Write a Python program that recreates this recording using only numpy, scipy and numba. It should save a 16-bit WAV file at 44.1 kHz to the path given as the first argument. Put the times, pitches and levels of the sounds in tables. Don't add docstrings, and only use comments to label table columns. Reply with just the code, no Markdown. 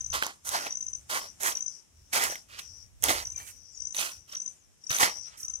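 import sys
import numpy as np
from scipy import signal
from scipy.fft import rfft, irfft
from scipy.io import wavfile
from scipy.ndimage import uniform_filter1d
from numba import njit

SR = 44100
rng = np.random.default_rng(int(sys.argv[2]) if len(sys.argv) > 2 else 0)


def inscribe(sig):
    pcm = np.round(np.clip(np.atleast_2d(sig).T, -1, 1) * 32767)
    wavfile.write(sys.argv[1], SR, pcm.astype(np.int16))


N = 246959
T = np.arange(N) / SR

# f/Hz, level/dB, T60/s
BLADE_MODES = [(725, -9.5, 0.041), (2043, -1.5, 0.027), (2260, -7.5, .04), (2795, -31.5, .05),
               (3145, -4, 0.039), (7510, -9.5, 0.11)]
# f/Hz, level/dB
GRIT_SPECTRUM = [(3500, -53), (6000, 8.5), (7500, 6.5), (10000, 7.5), (13000, 2.5), (15500, -5.5)]


def undb(db):
    return 10 ** (np.asarray(db) / 20)


def unit(x):
    return x / np.sqrt(np.mean(x ** 2))


def add(out, start_s, x):
    i = int(start_s * SR)
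    out[..., i:i + x.shape[-1]] += x[..., :N - i]


def delay(x, ms):
    return np.interp(T - np.asarray(ms) / 1000, T, x)


def ramp(start, length):
    return (start - T).clip(0), ((T - start) / length).clip(0, 1), (T - start - length).clip(0)


def walk(rate_hz):
    hold = int(SR / rate_hz)
    steps = np.repeat(rng.standard_normal(N // hold + 1), hold)
    return 1.3 * uniform_filter1d(uniform_filter1d(steps, hold), hold)[:N]


def colour(x, spectrum):
    hz, db = np.transpose(spectrum)
    gain_db = np.interp(np.log(np.arange(1, 2050) * SR / 4096), np.log(hz), db)
    cepstrum = irfft(gain_db * np.log(10) / 20)
    cepstrum[1:2048] *= 2
    cepstrum[2049:] = 0
    return signal.fftconvolve(x, irfft(np.exp(rfft(cepstrum))))[:N]


def chip(hz, tail_share):
    t = np.arange(int(.0145 * SR)) / SR
    way = t / t[-1]
    pitch = hz + 60 - 1150 * way ** 2.5
    pulse = np.exp(-.5 * ((t - .0043) / .002) ** 2)
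    tail = tail_share * np.sin(np.pi * way ** 1.4)
    attack = np.minimum(t / .00054, 1)
    return (pulse + tail) * attack * np.sin(2 * np.pi * np.cumsum(pitch) / SR)


def scatter(x, t60, band_hz):
    t = np.arange(int(.5 * SR)) / SR
    band = signal.butter(1, band_hz, "band", fs=SR, output="sos")
    response = signal.sosfilt(band, rng.standard_normal(len(t))) * undb(-60 * t / t60)
    return signal.fftconvolve(x, response / np.sqrt(np.sum(response ** 2)))[:N]


def near_bird():
    # t/s, level/dB, left minus right/dB
    pairs = [(-0.0101, -27, 8), (0.044, -28.5, 11), (0.1008, -27.5, 8.5), (0.706, -26, 4),
             (0.7529, -26.5, 7.5), (0.8078, -27, 7), (0.8651, -28, 9), (0.9324, -27.5, 9.5),
             (1.5518, -24.5, 7), (1.606, -26, 10), (1.662, -31.5, 21.5), (3.2516, -27.5, 2),
             (3.301, -31.5, 7), (3.3603, -30, 12), (3.802, -31, 12.5), (3.852, -28, 11),
             (3.9055, -32.5, 9.5), (3.965, -24.5, 7.5), (4.35, -26.5, 2), (4.4003, -28, 9.5),
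             (4.4596, -29, 12.5), (4.8951, -25.5, 13), (4.9455, -23, 9.5), (5.001, -26, 8),
             (5.43, -28.5, 2), (5.4809, -28, 9), (5.537, -28.5, 13)]
    # lead/s, relative level/dB, f/Hz
    lead_in = [(.057, -17.5, 5690), (.028, -8.5, 5830)]
    trill_hz, gap_s, onset_s = 6086, .0174, .002
    direct, previous = np.zeros((2, N)), 0
    for s, db, pan_db in pairs:
        opens_trill = s - previous > .2
        previous = s
        hz, first_db = (trill_hz - 131, db - 1) if opens_trill else (trill_hz, db)
        notes = [(s, first_db, hz), (s + gap_s, db + 1.6, hz + 40)]
        if opens_trill:
            notes += [(s - lead, db + soft_db, low_hz) for lead, soft_db, low_hz in lead_in]
        for at, note_db, note_hz in notes:
            note = chip(note_hz, tail_share=.13 + max(6050 - note_hz, 0) / 1200)
            if at > onset_s:
                add(direct, at - onset_s, undb(note_db + np.array([[pan_db], [-pan_db]]) / 2) * note)
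    direct[0] = delay(direct[0], ms=.3)
    echo = [scatter(delay(side, ms=8.8), t60=.13, band_hz=(4610, 7500)) for side in direct]
    return direct + undb(-16) * np.array(echo)


def field_hiss(foreground):
    # f/Hz, spectral density level/dB
    background_spectrum = [(90, -29.5), (150, 2), (450, -8), (900, -11.5), (1600, -13.5), (3000, -13),
                           (4500, -18), (5500, -5.5), (9000, -12.5), (10000, -16), (12300, -16.5),
                           (13200, -58.5)]
    treble_spectrum = [(4500, -17.5), (6500, 5.5), (8000, 0.5), (9400, 3), (9900, -30), (12300, -19.5),
                       (13200, -43.5)]
    background, treble_hiss = (
        np.array([unit(colour(rng.standard_normal(N), spectrum)) for _ in range(2)])
        for spectrum in (background_spectrum, treble_spectrum))
    power = uniform_filter1d(np.mean(foreground ** 2, axis=0), size=5000).clip(0)
    control_db = delay(uniform_filter1d(10 * np.log10(power + 1e-9), size=2500), ms=28)
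    opening = 1 / (1.5 + np.exp(-(control_db + 49) / 5.4))
    background *= undb(-69 + 8.35 * opening + 1.6 * walk(2.6))
    treble_hiss *= undb(-83 + 40.7 * opening + .55 * walk(8))
    return background * undb([[3], [1.5]]) + treble_hiss * undb([[1.5], [-1.5]])


def rumble():
    # f/Hz, level/dB
    spectrum = [(20, -48), (32, -29.5), (42, -10), (55, 4), (80, 7), (110, 4), (160, -12.5), (300, -37)]
    # t/s, level/dB
    envelope = [(0.0, -61), (0.15, -65), (1.36, -69), (1.65, -64.5), (1.92, -70), (2.15, -71), (2.28, -58),
                (2.4, -72), (2.62, -68), (2.73, -62.5), (3.27, -53.5), (3.54, -63), (3.77, -62.5),
                (4.05, -70.5), (4.33, -72), (4.74, -77), (5.1, -67), (5.6, -70)]
    mid, side = (unit(colour(rng.standard_normal(N), spectrum)) * undb(5.1 * walk(9)) for _ in range(2))
    level_db = np.interp(T, *np.transpose(envelope))
    return undb(level_db) * (mid + side * np.array([[.6], [-.6]]))


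def strokes():
    # contact t/s, swell/s, drag/s, soil level/dB, loss over the drag/dB,
    # clods re soil/dB, grit re soil/dB, hollow under the blade f/Hz, left port lag/ms
    pushes = [(0.133, 0.017, 0.068, -36, 7.5, -8.5, 0.5, 1130, 0.22),
              (0.22, 0.0027, 0.058, -38.5, 3, 2, -1.5, 1190, 0.17),
              (0.452, 0.036, .04, -48, 8, -0.5, 14, 1400, 0.23),
              (0.498, 0.056, 0.096, -36, 8.5, 3, 2, 1460, 0.28),
              (0.663, 0.009, 0.009, -38, 11.5, 5.5, -2.5, 2100, 0.26),
              (1.1, 0.053, 0.11, -32.5, 22.5, -1, 2.5, 1076, 0.22),
              (1.407, 0.055, 0.036, -37, 8, 5, 11, 1714, 0.25),
              (1.495, 0.027, 0.014, -44.5, 2, 1.5, 3.5, 2350, 0.26),
              (2.132, 0.043, 0.023, -28, 8, 2.5, 4.5, 2120, .25),
              (2.19, .02, 0.14, -33.5, 16.5, 4, 6.5, 1737, 0.26),
              (2.488, 0.015, 0.086, -58.5, -4.5, -9, -0.5, 2500, 0.25),
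              (2.591, .004, 0.0091, -46.5, 11, -24, 6, 2600, .29),
              (3.036, 0.051, 0.15, -30.5, 20.5, 2.5, 6, 2090, 0.26),
              (3.371, 0.033, 0.019, -55.5, 1.5, 4.5, 9.5, 2200, 0.38),
              (3.43, 0.041, 0.032, -59, 0, -12, 16, 2300, 0.32),
              (3.948, 0.064, 0.091, -34.5, 15, -2, 7.5, 2500, 0.21),
              (4.28, 0.054, 0.012, -54, 2.5, -9, 2, 2850, 0.23),
              (4.906, 0.009, 0.097, -35, 9.5, -4.5, 7, 2190, .2),
              (4.997, 0.024, 0.026, -29, 0, 2.5, 3.5, 1980, 0.29),
              (5.048, 0.0085, 0.036, -32, 5.5, 4, -6, 1906, 0.25),
              (5.25, 0.045, 0.11, -56.5, 15, -3.5, -10, 2200, 0.29),
              (5.375, 0.037, .01, -64, 4, -13, 22, 2200, 0.33)]
    bite_db_s, swell_db_s, lift_db_s = 2396.5, 235.5, 335.5
    grit_lead_db_s, grit_linger_db_s = 90.5, 54
    crumbs, clods, grit, hollow, lag = np.full((5, N), 1e-30)
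    for s, swell, drag, db, loss_db, clods_db, grit_db, hollow_hz, lag_ms in pushes:
        before, dug, _ = ramp(s, swell)
        _, dragged, after = ramp(s + swell, drag)
        to_go = (1 - dug) * swell
        rise_db = -bite_db_s * before - swell_db_s * to_go
        power = undb(db + rise_db - loss_db * dragged - lift_db_s * after) ** 2
        crumbs += power
        clods += power * undb(clods_db) ** 2
        grit += power * undb(grit_db + grit_lead_db_s * to_go + grit_linger_db_s * after) ** 2
        hollow += power * hollow_hz
        lag += power * lag_ms
    return np.sqrt([crumbs, clods, grit]), (hollow / crumbs).clip(500, 5000), lag / crumbs


def grains(share, spread_db):
    pick, size = rng.random(N), rng.standard_exponential(N)
    return (pick < share) * rng.standard_normal(N) * undb(spread_db * size)


def lumps(breaks, lo_hz, hi_hz, q):
    out = 0
    for hz in np.geomspace(lo_hz, hi_hz, 8):
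        ringing = signal.lfilter(*signal.iirpeak(hz, q, fs=SR), breaks)
        out += ringing * undb(4.5 * walk(28.057)) / np.sqrt(hz)
    return out


def ring(hz, t60):
    t = np.arange(int(.092 * SR)) / SR
    return np.sin(2 * np.pi * hz * t) * undb(-60 * t / t60)


@njit
def cavity(x, hz, q):
    out, band_state, low_state = np.empty(len(x)), 0., 0.
    for i in range(len(x)):
        g = np.tan(np.pi * hz[i] / SR)
        band = (band_state + g * (x[i] - low_state)) / (1 + g * (g + 1 / q))
        band_state = 2 * band - band_state
        low_state += 2 * g * band
        out[i] = band / q
    return out


def soil(gains, hollow_hz):
    # f/Hz, level/dB
    crumb_spectrum = [(700, -1), (1400, 13), (2200, 6), (3500, 7), (5000, 10), (6500, 6), (10000, -17)]
    clod_spectrum = [(80, -39.5), (200, -16), (500, -8), (900, 4.5), (1300, 6.5), (2500, -27)]
    soil_gain, clod_gain, grit_gain = gains
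    breaks = grains(share=.15, spread_db=1.79)
    crumbs = unit(colour(lumps(breaks, 1140, 7080, q=3.13), crumb_spectrum)) * undb(6)
    coarse_breaks = breaks + 1.4 * grains(share=.03, spread_db=1.6)
    clods = unit(colour(lumps(coarse_breaks, 148, 1480, q=2.62), clod_spectrum))
    spray = .3 * breaks + grains(share=.5, spread_db=1.3)
    grit = unit(colour(spray, GRIT_SPECTRUM)) * undb(.43 * walk(35))
    blade = sum(undb(db) * ring(hz, t60) for hz, db, t60 in BLADE_MODES)
    steel = unit(signal.fftconvolve(breaks, blade)[:N]) * undb(-5.5)
    hollow = unit(cavity(breaks, hollow_hz, 5.0)) * undb(-1.5)
    return (crumbs + steel + hollow) * soil_gain + clods * clod_gain + grit * grit_gain


def thuds():
    # t/s, level/dB
    blows = [(0.136, -72), (1.428, -61), (2.149, -50), (3.089, -34), (4.905, -32), (5.031, -39)]
    out = np.zeros(N)
    for s, db in blows:
        add(out, s, undb(db) * ring(hz=130, t60=.055))
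    return out


def knocks():
    # t/s, level/dB, f/Hz, relative level of the crack/dB
    stones = [(0.138, -25.5, 1110, -15), (0.225, -13, 1540, -24), (0.235, -20, 3160, -12),
              (0.266, -24.5, 960, -4.5), (0.491, -28, 3940, 3.5), (0.516, -40, 655, -4),
              (0.564, -27, 2400, -9), (0.667, -23, 2500, -27), (1.102, -53, 4230, -23),
              (1.217, -36, 1090, -21), (1.433, -29, 2360, 8), (1.521, -31, 3330, -15),
              (2.137, -39, 3560, 13), (2.156, -21.5, 2300, -2.5), (2.198, -25, 3380, -9),
              (2.238, -23, 3060, 4), (2.299, -30, 580, -3.5), (2.324, -30.5, 666, -36),
              (2.356, -30.5, 2130, -11), (2.595, -30.5, 3500, -33), (3.024, -39.5, 3360, 9),
              (3.039, -21.5, 3230, 8), (3.085, -15.5, 3540, -11), (3.401, -35, 1810, -24),
              (3.947, -28, 3750, -13.5), (3.991, -21, 3840, -17), (4.015, -26, 3010, -11),
              (4.027, -25, 3400, -14), (4.327, -40.5, 3820, -8), (4.356, -42, 3140, -17),
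              (4.906, -28, 3790, -8), (4.929, -25.5, 3650, -4), (4.986, -21, 3620, -2),
              (5.005, -19, 2380, -2), (5.033, -8.5, 1930, -25)]
    # f/Hz, level/dB
    snap_spectrum = [(400, -24), (1200, -3), (2500, 0), (4000, -3), (7000, -24)]
    stone_t60, snap_t60, crack_t60 = .018, .0051, .0084
    tones, snaps, cracks = np.zeros((3, N))
    t = np.arange(400) / SR
    for s, db, hz, crack_db in stones:
        mode_spread_db = 2.6 * rng.standard_normal(len(BLADE_MODES))
        blade = sum(undb(mode_db + spread_db) * ring(mode_hz, t60)
                    for (mode_hz, mode_db, t60), spread_db in zip(BLADE_MODES, mode_spread_db))
        burst = rng.standard_normal(len(t))
        add(tones, s, undb(db) * (ring(hz, stone_t60) + undb(-18) * blade))
        add(snaps, s, undb(db - 60 * t / snap_t60) * burst)
        add(cracks, s, undb(db + crack_db - 60 * t / crack_t60) * burst)
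    return tones + undb(8) * colour(snaps, snap_spectrum) + undb(6.5) * colour(cracks, GRIT_SPECTRUM)


def hoes():
    # f/Hz, level/dB
    diffuse_share = [(150, -19), (500, -3), (1200, -1), (2500, -15), (6000, 13), (15000, 5.5)]
    # f/Hz, level/dB
    shadow = [(100, -5.5), (800, -1), (1500, -2), (2500, -7), (4500, -7.5), (7000, -19.5), (10000, -21.5),
              (15000, -21.5)]
    gains, hollow_hz, lag_ms = strokes()
    gains *= undb(2.4 * walk(45))
    right = soil(gains, hollow_hz) + thuds() + knocks()
    delayed = delay(right, uniform_filter1d(lag_ms, size=2000))
    other_grains = colour(soil(gains, hollow_hz), diffuse_share)
    return np.array([colour(delayed + other_grains, shadow), right])


def far_bird():
    # t/s, length/s, starting level/dB, final level/dB
    phrases = [(0.3, 0.028, -74, -75), (0.47, 0.254, -46, -48), (1.202, 0.1, -45, -50.5),
               (1.667, 0.12, -47, -52.5), (1.966, 0.17, -67.5, -68), (2.303, 0.09, -39, -52),
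               (2.623, 0.21, -50, -52), (3.513, 0.37, -58, -52), (4.12, 0.15, -46, -68),
               (4.818, 0.031, -63, -66), (5.086, 0.19, -40.5, -46.5)]
    rise_db_s, fade_db_s = 898, 359
    song, gain = np.zeros((2, N))
    starts = np.cumsum(.009 + .008 * rng.random(700))
    for s, hz in zip(starts[starts < T[-1]], rng.uniform(5500, 6100, 700)):
        add(song, s, chip(hz, tail_share=1))
    blur = np.array([unit(scatter(song, t60=.25, band_hz=(4000, 8000))) for _ in range(2)])
    for s, length, db, end_db in phrases:
        before, way, after = ramp(s, length)
        gain += undb(db + (end_db - db) * way - rise_db_s * before - fade_db_s * after)
    return blur * gain * undb([[5], [-8]])


def whistles():
    # t/s, length/s, first f/Hz, middle f/Hz, last f/Hz, level/dB, left minus right/dB
    calls = [(3.72, .085, 7770, 6600, 6050, -55, 15.5), (4.56, .105, 7500, 6400, 5600, -65, 13),
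             (5.25, .09, 3570, 4070, 3360, -71, 8), (3.345, .155, 2380, 2320, 2350, -57, 10),
             (5.24, .35, 1297, 1285, 1290, -72, 1)]
    out = np.zeros((2, N))
    for s, length, first_hz, mid_hz, last_hz, db, pan_db in calls:
        before, way, after = ramp(s, length)
        glide_hz = np.polyval(np.polyfit([0, .5, 1], [first_hz, mid_hz, last_hz], 2), way)
        tone = np.sin(2 * np.pi * np.cumsum(glide_hz * (1 + .006 * walk(200))) / SR)
        flutter_db = 3.2 * walk(250)
        edge_db = -5.5 * (2 * way - 1) ** 2 - 8000 * (before + after)
        out += tone * undb(db + edge_db + flutter_db) * undb([[pan_db / 2], [-pan_db / 2]])
    return out


def scene():
    foreground = hoes() + near_bird() + far_bird() + whistles()
    return foreground + field_hiss(foreground) + rumble()


def record(dry):
    cutoff_hz = 15750
    return signal.sosfilt(signal.ellip(10, .2, 80, cutoff_hz, fs=SR, output="sos"), dry)


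dry = scene()
out = record(dry)
inscribe(out)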